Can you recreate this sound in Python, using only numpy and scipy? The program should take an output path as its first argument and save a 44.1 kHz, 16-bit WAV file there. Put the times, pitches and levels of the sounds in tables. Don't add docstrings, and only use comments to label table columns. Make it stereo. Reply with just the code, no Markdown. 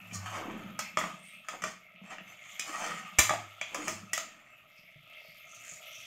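import sys
import numpy as np
from scipy import signal
from scipy.fft import rfft, irfft
from scipy.io import wavfile
from scipy.ndimage import uniform_filter1d

SR = 44100
rng = np.random.default_rng(int(sys.argv[2]) if len(sys.argv) > 2 else 0)


def wav_record(signal):
    frames = np.transpose(np.atleast_2d(signal))
    bounded = np.clip(frames, -1, 1)
    quanta = np.round(bounded * 32767).astype(np.int16)
    wavfile.write(sys.argv[1], SR, quanta)


N = 267241
T = np.arange(N) / SR


def undb(db):
    return 10 ** (np.asarray(db) / 20)


def unit(x):
    return x / np.sqrt(np.mean(x ** 2))


def colour(x, points):
    size = 2048
    hz, db = np.transpose(points)
    bins_hz = np.maximum(np.arange(size // 2 + 1) * SR / size, 1)
    gain = undb(np.interp(np.log(bins_hz), np.log(hz), db))
    cepstrum = irfft(np.log(gain))
    cepstrum[1:size // 2] *= 2
    cepstrum[size // 2 + 1:] = 0
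    return signal.fftconvolve(x, irfft(np.exp(rfft(cepstrum))))[:len(x)]


def resonate(x, hz, width_hz):
    b, a = signal.iirpeak(hz, hz / width_hz, fs=SR)
    return signal.lfilter(b, a, signal.lfilter(b, a, x))


def walk(rate_hz):
    hold = int(SR / rate_hz)
    steps = np.repeat(rng.standard_normal(N // hold + 1), hold)
    return unit(uniform_filter1d(uniform_filter1d(steps, hold), hold)[:N])


def grains(per_s, spread_db):
    sizes = undb(spread_db * np.clip(rng.standard_normal(N), -2, 2)) * rng.choice([-1, 1], N)
    return unit(sizes * (rng.random(N) < per_s / SR))


def fade(t, t60):
    return np.exp(-np.log(1000) * t / t60)


def swell(peak_s, rise_s, fall_s, rounding=0.067):
    away = np.maximum((peak_s - T) / rise_s, (T - peak_s) / fall_s)
    return undb(-20 * (np.hypot(away, rounding) - rounding))


def surges(table):
    return np.sqrt(sum((undb(db) * swell(s, slope_s, slope_s)) ** 2 for s, slope_s, db, *_ in table))


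def pot_air(modes, swing_db):
    air = 0
    for hz, width_hz, db in modes:
        bubbles = grains(per_s=260, spread_db=4.5) * undb(swing_db * walk(10))
        air = air + undb(db) * resonate(bubbles, hz, 2 * width_hz)
    return unit(air)


# time in seconds, level in dB.
FRYING_LEVEL = [(0, -53.5), (.7, -53), (1.95, -60.5), (2.55, -52.5), (3.55, -53.5), (4.6, -61.5), (5, -57),
                (5.27, -53), (5.47, -56), (6.05, -52)]
# frequency in Hz, width in Hz, level in dB.
LOW_AIR_MODES = [(140, 70, -5), (635, 65, 4.5), (1280, 75, 2)]
HIGH_AIR_MODES = [(2190, 237, -7), (2643, 170, -4), (3250, 460, -9), (13020, 1300, -21)]


def frying(bubbling_db=-8.5, sizzle_db=-2.5):
    contour = undb(np.interp(T, *np.transpose(FRYING_LEVEL)))
    bubbling = pot_air(LOW_AIR_MODES, swing_db=3.6)
    sizzle = pot_air(HIGH_AIR_MODES, swing_db=2.8) * undb(1.5 * walk(25))
    return contour * (undb(bubbling_db) * bubbling + undb(sizzle_db) * sizzle), contour


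# frequency in Hz, level in dB.
SPIT_SPECTRUM = [(1000, -18), (2200, 1), (4200, 0), (5200, 0), (6600, 1), (8500, -7), (10500, -9),
                 (13000, -12), (15500, -12)]
# peak in seconds, rise and fall in seconds, level in dB, steam pitch in Hz.
FLARE_UPS = [(1.27, .15, -61, 8600), (2.5, .2, -57, 6800), (4.78, .1, -65, 5000), (5.27, .2, -61, 4700),
             (5.54, .12, -54, 6400), (5.68, .1, -50, 2300), (5.705, .11, -45.5, 6900),
             (5.97, .2, -53.5, 5900)]


def fat_and_steam(frying_gain, steady_db=-21, flare_db=-4):
    fat = colour(grains(per_s=550, spread_db=7.5), SPIT_SPECTRUM) * undb(2.8 * walk(30))
    fat_gain = np.hypot(undb(flare_db) * surges(FLARE_UPS), undb(steady_db) * frying_gain)
    fizz = grains(per_s=800, spread_db=6)
    steam = sum(undb(db) * swell(s, slope_s, slope_s) * unit(resonate(fizz, hz, width_hz=1100))
                for s, slope_s, db, hz in FLARE_UPS)
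    return fat_gain * unit(fat) + steam


def hush(level_db=-81):
    noise = colour(rng.standard_normal(N), [(25, -8), (150, -7), (400, -18.5), (900, -48.5)])
    return undb(level_db) * unit(noise)


# frequency in Hz, t60 in seconds, level in dB.
METAL_MODES = [(338, .14, -22), (640, .12, -14), (1182, .08, -14), (1243, .09, -10.5), (1845, .1, -9),
               (2331, .08, -9), (5254, .1, -15), (6260, .2, -7), (6497, .2, -7), (6761, .2, -8),
               (7063, .2, -7), (7520, .2, -9)]


def ring(t, scatter_db, detune):
    hz, t60_s, db = np.transpose(METAL_MODES)[:, :, None]
    size, shift, phase = rng.standard_normal((3, len(METAL_MODES), 1))
    waves = np.sin(2 * np.pi * hz * (1 + detune * shift) * t + np.pi * phase)
    return np.sum(undb(db + scatter_db * size) * fade(t, t60_s) * waves, axis=0)


def attack_db(blow, band_hz):
    bandpass = signal.butter(3, band_hz, 'band', fs=SR, output='sos')
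    return 10 * np.log10(np.mean(signal.sosfilt(bandpass, blow[:int(.012 * SR)]) ** 2))


# frequency in Hz, level in dB.
METAL_SPECTRUM = [(60, -19.5), (170, 2), (430, -12), (640, -1), (900, -12.5), (1250, -0.5), (1600, 5.5),
                  (1900, 12.5), (2400, 20.5), (3400, 16.5), (4150, 4), (4900, 10), (6800, 8.5),
                  (8300, -3.5), (9600, -17.5), (15000, -23.5)]
# start in seconds, note of the struck spot in Hz, strength in dB, bottom ring
# in dB, contact hardness in dB, thud through the food in dB, blade chatter t60 in seconds.
BLOWS = [(0.111, 2410, -45, -30, -33, -16, 0.038), (0.79, 1275, -39.5, 9.5, 10, 1, 0.03),
         (0.9717, 1248, -31, 9.5, -10, 9, 0.013), (0.985, 1950, -48.5, 15, 15.5, 3, 0.08),
         (1.013, 1253, -43, 19, -25, 12, 0.028), (1.039, 1165, -42.5, 15.5, -50, 1, 0.028),
         (1.485, 1270, -42, 12.5, 0.5, -4, 0.019), (1.6197, 6300, -44.5, 7.5, 0.5, -4, 0.039),
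         (1.638, 2410, -38, 13, 0, 7.5, 0.019), (2.183, 2860, -43.5, -1, -34, 1, 0.004),
         (2.5947, 2465, -34, -12.5, 2.5, -4, 0.028), (3.186, 2342, -23, 0, 2.5, -7.5, 0.018),
         (3.1894, 1793, -27.5, 10.5, 17, 4.5, 0.02), (3.2939, 1680, -35, 17, 1, 3, 0.015),
         (3.306, 806, -46.5, 26, -10, 24, 0.013), (3.335, 686, -49, 21.5, 8, 21.5, 0.033),
         (3.6122, 2430, -32.5, 0, -15, -5, 0.022), (3.7451, 2480, -39.5, 18, 5, 2, 0.029),
         (3.874, 920, -45.5, 11, -5, -2, 0.013), (3.8803, 5370, -37, 9, 7, 10.5, 0.012),
         (4.132, 1934, -35, 6, 10.5, -0.5, 0.029), (4.177, 1330, -39.5, 12, 8.5, 0.5, 0.012)]


def knocks(level_db=1, clash_db=15, note_db=6, bass_db=-7, contact_s=0.00092, rise_s=0.0009):
    out, t = np.zeros(N + SR), np.arange(SR // 3) / SR
    for start_s, note_hz, strength_db, bottom_db, hard_db, thud_db, chatter_t60_s in BLOWS:
        chatter = fade(np.maximum(t - contact_s, 0), chatter_t60_s)
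        clash = undb(clash_db) * colour(rng.standard_normal(len(t)) * chatter, METAL_SPECTRUM)
        note_gain = undb(note_db + np.interp(note_hz, *np.transpose(METAL_SPECTRUM)))
        note = note_gain * np.sin(2 * np.pi * note_hz * t) * fade(t, 1.62 * chatter_t60_s)
        blow = (clash + note + ring(t, scatter_db=2.8, detune=.009)) * (1 - np.exp(-t / rise_s))
        # low edge in Hz, high edge in Hz, attack level in dB re strength.
        bands = [(200, 520, thud_db - 18.5), (650, 1500, bottom_db), (1800, 3400, 0),
                 (5000, 8500, 0.6 * hard_db - 1.5),
                 (10000, 15000, hard_db - 13)]
        tone = [(np.sqrt(lo * hi), strength_db + db - attack_db(blow, (lo, hi))) for lo, hi, db in bands]
        bass = (160, tone[0][1] + bass_db)
        start = int(start_s * SR)
        out[start:start + len(t)] += colour(blow, [bass] + tone)
    return out[:N] * undb(level_db)


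# hardest push in seconds, rise in seconds, fall in seconds, rub in dB,
# squelch in dB, rasp in dB, squelch pitch in Hz.
LADLE_STROKES = [(0.143, 0.024, 0.049, -69, -67.5, -34.5, 890), (0.378, 0.25, 0.06, -40, -35, -45.5, 1300),
                 (.47, 0.6, 0.56, -45, -36.5, -61, 596), (1.02, 0.041, 0.14, -41, -38.5, -45, 548),
                 (1.54, 0.1, 0.083, -49, -38, -53.5, 964), (1.67, 0.045, 0.066, -41, -44.5, -40.5, 750),
                 (2.128, 0.077, 0.031, -40, -38.5, -48.5, 1080),
                 (2.31, 0.067, 0.059, -49.5, -53.5, -54.5, 976), (2.69, 0.14, 0.19, -43, -47.5, -43, 474),
                 (2.843, 0.24, 0.25, -32.5, -35, -39, 1070), (3.22, 0.04, 0.16, -34.5, -49, -39.5, 700),
                 (3.32, 0.093, .16, -46.5, -46, -46.5, 700), (3.79, 0.22, 0.23, -45, -40, -74, 580),
                 (3.9, 0.24, 0.14, -43.5, -40, -41, 407), (4.21, 0.031, 0.6, -54, -54.5, -63.5, 397)]


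def strokes(squelch_exponent=2.08, sink_oct_per_s=6.5, sink_s=0.2):
    power, weighted_hz = np.zeros((3, N)), np.zeros(N)
    for peak_s, rise_s, fall_s, rub_db, squelch_db, rasp_db, squelch_hz in LADLE_STROKES:
        push = swell(peak_s, rise_s, fall_s) + np.finfo(float).eps
        squelch = undb(squelch_db) * push ** squelch_exponent
        power += np.square([undb(rub_db) * push, squelch, undb(rasp_db) * push])
        sink_oct = sink_oct_per_s * np.clip(T - peak_s, -sink_s, sink_s)
        weighted_hz += squelch ** 2 * squelch_hz * 2 ** -sink_oct
    return *np.sqrt(power), weighted_hz / power[1]


def dragged_ring(friction, damping_t60_s=0.1):
    out, t, step = np.zeros(N + SR), np.arange(SR // 10) / SR, SR // 20
    for start in range(0, N, step):
        body = ring(t, scatter_db=4, detune=.025) * fade(t, damping_t60_s)
        sound = signal.fftconvolve(friction[start:start + step], body / np.sqrt(np.sum(body ** 2)))
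        out[start:start + len(sound)] += sound
    return out[:N]


# frequency in Hz, level in dB.
SQUELCH_SPECTRUM = [(60, -15), (170, 0), (320, -1), (430, -5), (630, 1.5), (900, -1), (1250, 2), (2200, -1),
                    (4000, -13)]


def wet_pops(centre_hz, per_s=750, spread_oct=1.15, spread_db=3, cycles=12):
    out = np.zeros(N + SR)
    for when, pitch, size in rng.random((int(per_s * N / SR), 3)):
        start = int(when * N)
        hz = centre_hz[start] * 2 ** (spread_oct * (2 * pitch - 1))
        age = np.linspace(0, 1, min(int(cycles * SR / hz), SR))
        wave = np.sin(2 * np.pi * hz * len(age) / SR * age * (1 + 0.04 * age)) * fade(age, 1)
        out[start:start + len(age)] += undb(-spread_db * np.log(0.23 + size)) * wave
    pops = out[:N] * np.sqrt(centre_hz)
    return unit(colour(pops, SQUELCH_SPECTRUM))


# frequency in Hz, level in dB.
RUB_SPECTRUM = [(400, -32), (750, 2), (1000, -5.5), (1250, 5), (1550, -0.5), (2200, 0), (3300, 0.5),
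                (4200, -17), (9000, -58.5)]
RASP_SPECTRUM = [(2000, -38), (3300, -27.5), (4150, 5.5), (5200, 3.5), (7000, 5), (8200, 1.5), (10000, -9),
                 (15000, -11)]
# start in seconds, level in dB.
SCRAPE_TICKS = [(.259, -34), (.351, -43), (1.445, -47.5), (2.059, -52), (2.103, -34), (2.749, -42),
                (2.875, -35), (3.769, -56), (3.82, -34.5)]


def scrape(rub_db=-3, rasp_db=-4, squelch_db=-7.5, ring_db=-5, tick_t60_s=0.092, tick_rasp_db=-9):
    rub_gain, squelch_gain, rasp_gain, squelch_hz = strokes()
    ticks = sum(undb(db) * (T > s) * fade(np.abs(T - s), tick_t60_s) for s, db in SCRAPE_TICKS)
    slips = grains(per_s=1100, spread_db=5) * undb(2.2 * walk(70))
    grit = slips + grains(per_s=2200, spread_db=7) * undb(2.5 * walk(45))
    dull, bright = (x + undb(ring_db) * dragged_ring(x) for x in (slips, grit))
    rub = np.hypot(rub_gain, ticks) * unit(colour(dull, RUB_SPECTRUM))
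    rasp = np.hypot(rasp_gain, undb(tick_rasp_db) * ticks) * unit(colour(bright, RASP_SPECTRUM))
    squelch = squelch_gain * wet_pops(squelch_hz)
    return undb(rub_db) * rub + undb(rasp_db) * rasp + undb(squelch_db) * squelch


# peak in seconds, rise and fall in seconds, level in dB.
FOOD_TUMBLES = [(.14, 0.19, -45.5), (.69, 0.26, -43), (1.06, 0.31, -46), (1.66, 0.11, -47),
                (2.03, 0.11, -48.5), (2.22, 0.07, -47), (2.94, 0.36, -49), (3.91, 0.12, -43.5),
                (4.05, 0.052, -44)]


def churn(level_db=-7, flop_db=-12):
    lumps = grains(per_s=200, spread_db=6)
    boom = lumps
    for hz, width_hz in [(172, 32), (205, 136)]:
        boom = signal.lfilter(*signal.iirpeak(hz, hz / width_hz, fs=SR), boom)
    flop = resonate(lumps, hz=290, width_hz=860)
    return undb(level_db) * surges(FOOD_TUMBLES) * (unit(boom) + undb(flop_db) * unit(flop))


# peak in seconds, rise in seconds, level in dB.
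POT_SHOVES = [(.19, .12, -38.5), (.65, .13, -56), (3.26, .05, -41), (3.95, .08, -52.5)]


def pot_on_stove(rock_hz=101, rock_db=-4, rock_fall_s=0.27, jolt_s=3.187, jolt_db=-26, jolt_t60_s=0.1):
    wobble_hz = rock_hz * (1 + 0.045 * walk(30))
    rocking = unit(np.sin(2 * np.pi * np.cumsum(wobble_hz) / SR) * undb(1.6 * walk(22)))
    shoves = sum(undb(db) * swell(s, rise_s, rock_fall_s) for s, rise_s, db in POT_SHOVES)
    thud_spectrum = [(25, -6), (55, -3.5), (90, 2.5), (150, -31), (280, -8), (2000, -51)]
    thud = unit(colour(rng.standard_normal(N), thud_spectrum))
    jolt = (T > jolt_s) * fade(np.abs(T - jolt_s), jolt_t60_s)
    return undb(rock_db) * shoves * rocking + undb(jolt_db) * jolt * thud


# start in seconds, pitch in Hz, level in dB.
LARGE_BUBBLES = [(4.789, 178, -53.5), (4.834, 181, -57), (4.958, 146.6, -47), (5.285, 169, -52),
                 (5.72, 165, -51)]


def plops(open_s=0.002, t60_s=0.1, air_db=-9):
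    out, air_hz = np.zeros(N), LOW_AIR_MODES[1][0]
    for start_s, hz, db in LARGE_BUBBLES:
        age_s = np.maximum(T - start_s, 0)
        envelope = undb(db) * (1 - np.exp(-age_s / open_s)) * fade(age_s, t60_s)
        air = undb(air_db) * np.sin(2 * np.pi * air_hz * age_s)
        out += envelope * (np.sin(2 * np.pi * hz * age_s) + air)
    return out


def kitchen(x, tail_db=-1.5, t60_s=0.36, treble_t60_s=0.27, build_s=0.00067, bass_hz=330, lag_samples=5):
    t = np.arange(SR // 2) / SR
    noise = rng.standard_normal((3, len(t)))
    bass = signal.sosfilt(signal.butter(2, bass_hz, fs=SR, output='sos'), noise[2])
    wide = signal.sosfilt(signal.butter(2, bass_hz, 'high', fs=SR, output='sos'), noise[:2])
    mids = signal.sosfilt(signal.butter(1, 5000, fs=SR, output='sos'), wide)
    tail = (bass + mids) * fade(t, t60_s) + (wide - mids) * fade(t, treble_t60_s)
    tail *= 1 - np.exp(-t / build_s)
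    tail *= undb(tail_db) / np.sqrt(np.sum(tail ** 2) / 2)
    direct = np.array([np.pad(x, (lag_samples, 0))[:N], x])
    return direct + signal.fftconvolve(x[None], tail, axes=1)[:, :N]


def pan(pair, balance):
    return np.array([colour(x, [(hz, side * db / 2) for hz, db in balance])
                     for x, side in zip(pair, (1, -1))])


# frequency in Hz, left minus right in dB.
FRYING_BALANCE = [(200, -4), (650, 0), (1290, 7.5), (2400, 8), (4400, 5), (13000, 3)]


def scene():
    simmer, frying_gain = frying()
    spitting = fat_and_steam(frying_gain)
    mix = kitchen(knocks()) + kitchen(scrape() + churn() + spitting) + pot_on_stove() + hush()
    return mix + pan(kitchen(simmer + plops()), FRYING_BALANCE)


# frequency in Hz, left minus right in dB.
PORT_BALANCE = [(100, 2.4), (500, -.5), (1200, 2.5), (2400, 5.5), (3600, 2), (4800, -3), (6400, -4.5),
                (8500, -3), (10500, 1), (13000, 5)]


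def record(dry):
    lowpass = signal.ellip(8, .2, 70, 15500, fs=SR, output="sos")
    return signal.sosfilt(lowpass, np.tanh(pan(dry, PORT_BALANCE)))


dry = scene()
out = record(dry)
wav_record(out)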